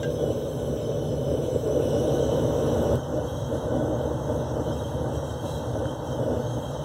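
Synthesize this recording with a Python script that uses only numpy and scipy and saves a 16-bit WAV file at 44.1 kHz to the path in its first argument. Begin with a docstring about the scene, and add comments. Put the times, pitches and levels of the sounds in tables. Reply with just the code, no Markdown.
"""Outdoors beside a propane forge, heard from a quench pot, then from beside the forge; the two overlap for
a second. Filtered noise rings the modes of the flame, its brick chamber and the burner tube, whose singing
modes glide and swell with the air in the mixture. Gas sizzles at fixed pitches; a valve whistles thinly.
A steel blade clinks as decaying sines under short scrapes; a tiny click ends the overlap, and later
comes a dull tap, a brief sine burst."""
import sys
import numpy as np
from scipy import signal
from scipy.fft import rfft, irfft
from scipy.io import wavfile
from scipy.ndimage import map_coordinates

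SR = 44100
rng = np.random.default_rng(int(sys.argv[2]) if len(sys.argv) > 2 else 0)


def put_to_file(sound):
    """Save the sound as 16-bit audio at rate SR, in the file named by the first command-line argument."""
    columns = np.atleast_2d(sound).T  # one column per channel
    safe = np.clip(columns, -1, 1)
    whole_steps = np.round(safe * 32767)
    wavfile.write(sys.argv[1], SR, whole_steps.astype(np.int16))


N = 301644
TIME = np.arange(N) / SR  # s
FREQ = np.maximum(np.arange(N // 2 + 1) * SR / N, 1)  # Hz


def undb(db):
    """Decibels to gain."""
    return 10 ** (np.asarray(db) / 20)


def unit(x):
    """Scale to rms 1."""
    return x / np.sqrt(np.mean(x ** 2))


def curves(rows):
    """Columns of a timed table, interpolated to one value a sample."""
    time_s, *columns = np.transpose(rows)
    return [np.interp(TIME, time_s, column) for column in columns]


def walk(rate_hz):
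    """Random wander that swings up to about `rate_hz` times a second; rms 1."""
    knots = rng.standard_normal(1024)
    return unit(np.interp(2 * rate_hz * TIME, np.arange(len(knots)), knots))


def swells(rows):
    """Rise in dB from a table of smooth swells, one value a sample."""
    shape = 3.6  # 2 is a bell, more is flatter on top
    total_db = 0
    for middle_s, length_s, rise_db in rows:
        distance = np.abs(2 * (TIME - middle_s) / length_s)  # 1 at half the rise
        total_db = total_db + rise_db * .5 ** (distance ** shape)
    return total_db


def noise(gain):
    """Turbulence as white noise with the given gain at each frequency; rms 1."""
    return unit(irfft(rfft(rng.standard_normal(N)) * gain, N))


def resonance(hz, width_hz):
    """Gain of a resonance with steep skirts."""
    return 1 / (1 + ((FREQ ** 2 - hz ** 2) / (FREQ * width_hz)) ** 2)


def ringing(modes, spot):
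    """Turbulence ringing a set of modes, as it reaches one spot; rms 1."""
    power = 0
    for hz, width_hz, *level_db in modes:
        power = power + (undb(level_db[spot]) * resonance(hz, width_hz)) ** 2
    return noise(np.sqrt(power))


def blend(share, pot_db, forge_db):
    """Gain of a sound in the power blend of the two spots."""
    return np.sqrt((1 - share) * undb(pot_db) ** 2 + share * undb(forge_db) ** 2)


def mode(share, hz, width_hz, pot_db, forge_db):
    """Turbulence ringing one mode, at its level in the blend of the two spots."""
    return noise(resonance(hz, width_hz)) * blend(share, pot_db, forge_db)


def slide(x, ratio):
    """Resample at a changing rate: all resonances of a sound move together by the ratio."""
    return map_coordinates(x, [np.cumsum(ratio)], order=3, mode="wrap")


def click():
    """A one-sample impulse near the end of the overlap."""
    time_s, level_db = 2.9563, -22.5
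    return undb(level_db) * (np.arange(N) == int(time_s * SR))


def valve(share):
    """Gas valve: two close, narrow modes whistle steadily at fixed pitch."""
    # valve modes: (frequency [Hz], width [Hz], level at pot [dB], level at forge [dB])
    whistles = [(3315, 16, -69, -71), (3342, 12, -60.5, -63.5)]
    return sum(mode(share, *row) for row in whistles)


def tap():
    """A soft, damped contact: a few cycles that swell and die at once."""
    # tap: (peak level [dB], frequency [Hz], rise time [s])
    level_db, hz, rise_s = (-30.5, 1480, .0015)
    start_s = 5.855
    t = np.maximum(TIME - start_s, 0)
    envelope = (t / rise_s * np.exp(1 - t / rise_s)) ** 2
    return np.sin(2 * np.pi * hz * t) * undb(level_db) * envelope


def knocks(scrape_db, scrape_t60_s):
    """Each blow gives a short scrape and rings the steel's modes, through its own contact low-pass."""
    # blows on the steel: (time [s], peak level [dB], contact low-pass [Hz])
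    blows = [(0.0305, -31, 6200), (0.0317, -27.5, 4400), (0.038, -41, 4500), (.0440, -31, 2200),
             (0.155, -48, 5000)]
    # modes of the steel: (frequency [Hz], relative level [dB], t60 [s])
    steel_modes = [(1350, 3, 0.016), (1592, 4, .14), (2060, -5, 0.084), (2826, 0, 0.068), (3200, 4, .06),
                   (3203, -6, .09), (3430, 1, 0.047), (3700, -2, 0.05), (5360, 2, 0.039), (5680, 3, .06),
                   (5920, 8, 0.055), (6470, -6, .05), (7400, 3, 0.077), (7520, 4, .045)]
    t, out = TIME[:SR // 2], np.zeros(N + SR)
    band = signal.butter(4, [1300, 8000], "band", fs=SR, output="sos")
    for time_s, level_db, bright_hz in blows:
        signs = rng.choice([-1, 1], len(steel_modes))  # each blow lands on another part of the mode shapes
        ring = np.zeros(len(t))
        for sign, (hz, mode_db, t60_s) in zip(signs, steel_modes):
            decay = np.exp(-np.log(1000) * t / t60_s)
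            ring += sign * undb(mode_db) * np.sin(2 * np.pi * hz * t) * decay
        scrape = signal.sosfilt(band, rng.standard_normal(len(t))) * undb(scrape_db)
        scrape *= np.exp(-np.log(1000) * t / scrape_t60_s)
        contact = signal.butter(2, min(bright_hz, SR / 3), fs=SR, output="sos")
        blow = signal.sosfilt(contact, ring + scrape)
        start = int(time_s * SR)
        out[start:start + len(t)] += undb(level_db) * blow / np.abs(blow).max()
    return out[:N]


def sizzle(share, level_db, flicker_db, flicker_hz):
    """The jet's own hiss, made before the gas mixes: its modes keep their pitch and flicker apart."""
    # gas jet modes: (frequency [Hz], width [Hz], relative level at pot [dB], relative level at forge [dB])
    jet_modes = [(7210, 420, -13.5, -9), (7720, 430, -6.5, -5), (8240, 400, -8.5, -9),
                 (8820, 480, -15, -11), (9560, 330, -27, -14.5), (10240, 720, -9, -9),
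                 (10900, 650, -11.5, -12.5), (11600, 900, -13.5, -19.5), (12700, 800, -10, -9.5),
                 (13420, 550, -16, -13), (14150, 800, -16, -16), (15400, 1000, -12, -14.5)]
    return undb(level_db) * sum(mode(share, *row) * undb(flicker_db * walk(flicker_hz)) for row in jet_modes)


def singing(spot, air, waver_db, waver_hz):
    """Narrow tube modes rise and grow as the mixture leans, sink and fade as it chokes; the lowest flares."""
    # singing modes: (frequency [Hz], width [Hz], relative level at pot [dB], relative level at forge [dB],
    # level rise [dB per % excess air], relative pitch rise [1 per % excess air])
    tube_modes = [(3158, 116, -2.5, -4, 0.92, .017), (3802, 140, -7.5, -8, 1.14, .018),
                  (6333, 280, -5, -7.5, 0.6, .019)]
    # flares of the lowest mode, negative is a lull: (middle [s], length [s], rise [dB])
    flares = [(2.33, 0.3, 1.5), (3.04, .06, 4), (3.34, .22, 4), (4.01, .05, 5), (4.4, 0.22, -5),
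              (4.73, .1, 2.5), (4.9, 0.11, 3), (5.26, 0.26, 3.5), (5.87, 0.067, 4.5), (6.14, 0.079, 3),
              (6.27, 0.13, -3), (6.55, 0.27, 3.5)]
    voices = []
    for hz, width_hz, *spot_db, db_per_air, bend in tube_modes:
        voice = slide(noise(resonance(hz, width_hz)), 1 + bend * air)
        level_db = spot_db[spot] + db_per_air * air + waver_db * walk(waver_hz)
        voices.append(voice * undb(level_db))
    return voices[0] * undb(swells(flares)) + sum(voices[1:])


def burner_tube(share, airs, hiss_db, roar_db, flicker_db, flicker_hz):
    """The gas jet rings the tube: broad modes hold pitch and flicker apart, others glide with the mixture."""
    # broad tube modes: (frequency [Hz], width [Hz], relative level at pot [dB], relative level at forge [dB])
    broad_modes = [(2250, 370, -18.5, -40), (2742, 550, -13.5, -14), (3350, 480, -14.5, -11),
                   (3880, 430, -13, -10.5), (4230, 300, -20.5, -30), (4476, 160, -25, -17.5),
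                   (5244, 310, -13.5, -14), (5740, 430, -11, -8), (6390, 300, -17.5, -8.5),
                   (6700, 300, -27, -23)]
    # low gliding mode: (frequency [Hz], width [Hz], level at pot [dB re roar], level at forge [dB re roar])
    hoot_hz, hoot_width_hz, hoot_pot_db, hoot_forge_db = (1517, 50, -32.5, -26.5)
    hoot_bend = .009  # relative pitch rise per % excess air
    broad = sum(mode(share, *row) * undb(flicker_db * walk(flicker_hz)) for row in broad_modes)
    song = sum(np.sqrt(power) * singing(spot, airs[spot], waver_db=1.75, waver_hz=15)
               for spot, power in enumerate([1 - share, share]))
    air = (1 - share) * airs[0] + share * airs[1]
    hoot = slide(noise(resonance(hoot_hz, hoot_width_hz)), 1 + hoot_bend * air)
    hoot = hoot * blend(share, hoot_pot_db, hoot_forge_db) * undb(roar_db)
    return (broad + song) * undb(hiss_db) + hoot


def flame(spot, rumble_db, roar_db, rush_db, flutter_db, flutter_hz):
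    """Unsteady combustion rumbles, rings the brick chamber and rushes out of its mouth."""
    # deep flame modes: (frequency [Hz], width [Hz], relative level at pot [dB], relative level at forge [dB])
    rumble_modes = [(75.5, 28.7, -0.5, -5.5), (121, 41.5, 1, -3), (145.1, 25, 1, -6)]
    # chamber modes: (frequency [Hz], width [Hz], relative level at pot [dB], relative level at forge [dB])
    chamber_modes = [(242.6, 43.7, -3.5, -1.5), (305.1, 43.6, -4, -2), (360.6, 30, -5.5, -7),
                     (434, 77, -2, -8.5), (491, 83, -1.5, -0.5), (563.7, 62, -1.5, -2.5),
                     (610, 65, -8.5, -3.5), (763, 38, -16, -12.5)]
    # mouth turbulence: (frequency [Hz], relative density at pot [dB per Hz], same at forge [dB per Hz])
    rush_colour = [(352, 5, -7.5), (647, -1.5, -6), (883, 3.5, 1), (1062, 0, -7), (1180, -4.5, -10),
                   (1454, -8.5, -11.5), (1705, -12, -19), (2020, -23, -27), (2350, -28, -40),
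                   (4200, -60, -50)]
    flutter = undb(flutter_db * walk(flutter_hz))
    hz, *colour_db = np.transpose(rush_colour)
    rush_gain = undb(np.interp(np.log(FREQ), np.log(hz), colour_db[spot]))
    rush = noise(rush_gain / (1 + (FREQ / 3600) ** 8))
    rumble = ringing(rumble_modes, spot) * undb(rumble_db)
    roar = unit(ringing(chamber_modes, spot) * flutter) * undb(roar_db)
    return rumble + roar + unit(rush * flutter ** 1.05) * undb(rush_db + 1.3)


def hollow(x, share, leak_db, leak_waver_db, leak_hz):
    """Notches hollow the burner's spectrum; their depth wanders at random."""
    # burner notches, positive lifts: (frequency [Hz], width [Hz], gain at pot [dB], gain at forge [dB])
    notches = [(2351, 333, -2.5, -27.5), (4660, 340, -25, -8), (4800, 160, -4, -9), (6630, 160, -7, -4),
               (6930, 190, 2, -8), (9250, 260, -2, -3), (9560, 200, -5, 2)]
    spectrum = rfft(x)
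    filtered = []
    for spot in range(2):
        dip_db = sum(gain_db[spot] / (1 + (2 * (FREQ - hz) / width_hz) ** 6) for hz, width_hz, *gain_db in notches)
        filtered.append(irfft(spectrum * undb(dip_db), N))
    pot, forge = filtered
    leak = np.minimum(undb(leak_db + leak_waver_db * walk(leak_hz)), 1)  # unfiltered share
    return leak * x + (1 - leak) * ((1 - share) * pot + share * forge)


def scene():
    """Surges drive the flame, spurts the jet, both shift the mixture; two spots blend; valve, steel, tap add."""
    # spot overlap: (time [s], power share of the forge spot [0-1])
    overlap = [(1.75, 0), (2.15, 0.32), (2.955, 0.3), (2.965, 1)]
    # fire between surges: (time [s], roar level [dB], rumble level [dB], rush level before flame's trim [dB])
    fire_levels = [(0, -29, -32.5, -44.5), (.5, -30, -32.5, -44), (1.2, -28, -31, -44.5),
                   (2.05, -23, -31.5, -41), (2.45, -26, -29.5, -37.5), (2.95, -22, -27, -37),
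                   (3.0, -34.5, -33, -42), (4.5, -33, -31.5, -40.5), (6.84, -34.5, -33, -42)]
    # gas between spurts: (time [s], hiss level [dB], sizzle level [dB])
    gas_levels = [(0, -50, -56.5), (.45, -51.5, -55), (1.05, -51, -58), (1.65, -50.5, -55),
                  (2.0, -46.5, -53.5), (2.35, -47.5, -54), (2.95, -48.5, -53.5), (3.0, -53.5, -60),
                  (4.0, -53.5, -60), (5.4, -53.5, -59), (6.84, -52, -59)]
    # flame surges, negative is a falter: (middle [s], length [s], rise [dB])
    surges = [(.08, 0.03105, 4.5), (.27, 0.1205, 5.5), (.72, 0.066, 3), (1.61, 0.063, -6),
              (2.86, 0.045, 1.5), (3.17, 0.12, 8), (3.54, 0.076, 8), (3.81, 0.29, 8.5), (4.08, 0.17, 5),
              (4.36, .14, 6.5), (4.58, 0.089, 5.5), (4.69, 0.057, 5), (5.05, 0.14, 4.5), (5.45, 0.047, 3.5),
              (5.8, 0.12, 7), (6.3, 0.22, 8.5), (6.58, 0.038, 5)]
    # gas jet spurts, negative is a lull: (middle [s], length [s], rise [dB])
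    spurts = [(1.45, 0.059, 2.5), (3.33, 0.17, 3), (3.56, 0.057, 5), (4.37, 0.11, 2), (4.75, 0.205, 2),
              (5.16, 0.054, 4), (5.3, 0.1066, 2), (5.52, .15, 7), (5.98, 0.099, -3), (6.57, 0.17, 1.5)]
    # slow mixture drift of the first burner sound: (time [s], excess air [%])
    first_air = [(0, -1.56), (.5, -1.1), (.9, -1.84), (1.35, -2.5), (1.6, -3), (1.95, -3.1), (2.3, -2.5),
                 (2.95, -3)]
    # slow mixture drift of the second burner sound: (time [s], excess air [%])
    second_air = [(2.1, -.3), (2.38, .4), (2.65, -.6), (3.05, -1), (3.3, -.1), (3.7, .3), (4.2, .2),
                  (4.75, -.7), (4.9, 0), (5.35, -.3), (5.52, .4), (5.9, .2), (6.4, -.4), (6.67, .8),
                  (6.84, -1.3)]
    rumble_follow, rush_follow = 0.22, 0.094  # dB per dB of surge
    hiss_follow, sizzle_follow = 0.73, 0.76  # dB per dB of spurt
    unrest_db, unrest_hz = 0.33, 18.2  # random wander of the surge level
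    choke_per_db, draw_per_db = 0.29, 0.13  # % air lost per dB of surge, drawn in per dB of spurt
    draught_percent, draught_hz = 0.22, 9  # random wander of the mixture

    share = np.clip(curves(overlap)[0], 0, 1)
    roar_db, rumble_db, rush_db = curves(fire_levels)
    hiss_db, sizzle_db = curves(gas_levels)
    surge_db = swells(surges) + unrest_db * walk(unrest_hz)
    spurt_db = swells(spurts)
    air_swing = draw_per_db * spurt_db - choke_per_db * surge_db + draught_percent * walk(draught_hz)
    airs = [curves(drift)[0] + air_swing for drift in (first_air, second_air)]

    roar_db = roar_db + surge_db
    rumble_db = rumble_db + rumble_follow * surge_db
    rush_db = rush_db + rush_follow * surge_db
    jet = sizzle(share, sizzle_db + sizzle_follow * spurt_db, flicker_db=2.0, flicker_hz=12)
    tube = burner_tube(share, airs, hiss_db + hiss_follow * spurt_db, roar_db, flicker_db=2.5, flicker_hz=11)
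    fire = sum(np.sqrt(power) * flame(spot, rumble_db, roar_db, rush_db, flutter_db=0.8, flutter_hz=35.26)
               for spot, power in enumerate([1 - share, share]))
    burner = hollow(fire + tube + jet, share, leak_db=-25, leak_waver_db=7.5, leak_hz=9.8)
    steel = knocks(scrape_db=7, scrape_t60_s=0.021)
    return (burner + valve(share) + steel + tap() + click())[None]


def record(dry):
    """The microphone loses the deepest bass and the very top."""
    low_cut = signal.butter(3, 42, "high", fs=SR, output="sos")
    top_cut = signal.ellip(10, .2, 80, 15750, fs=SR, output="sos")  # ripple dB, stopband dB, edge Hz
    return signal.sosfilt(top_cut, signal.sosfilt(low_cut, dry))


dry = scene()
out = record(dry)
put_to_file(out)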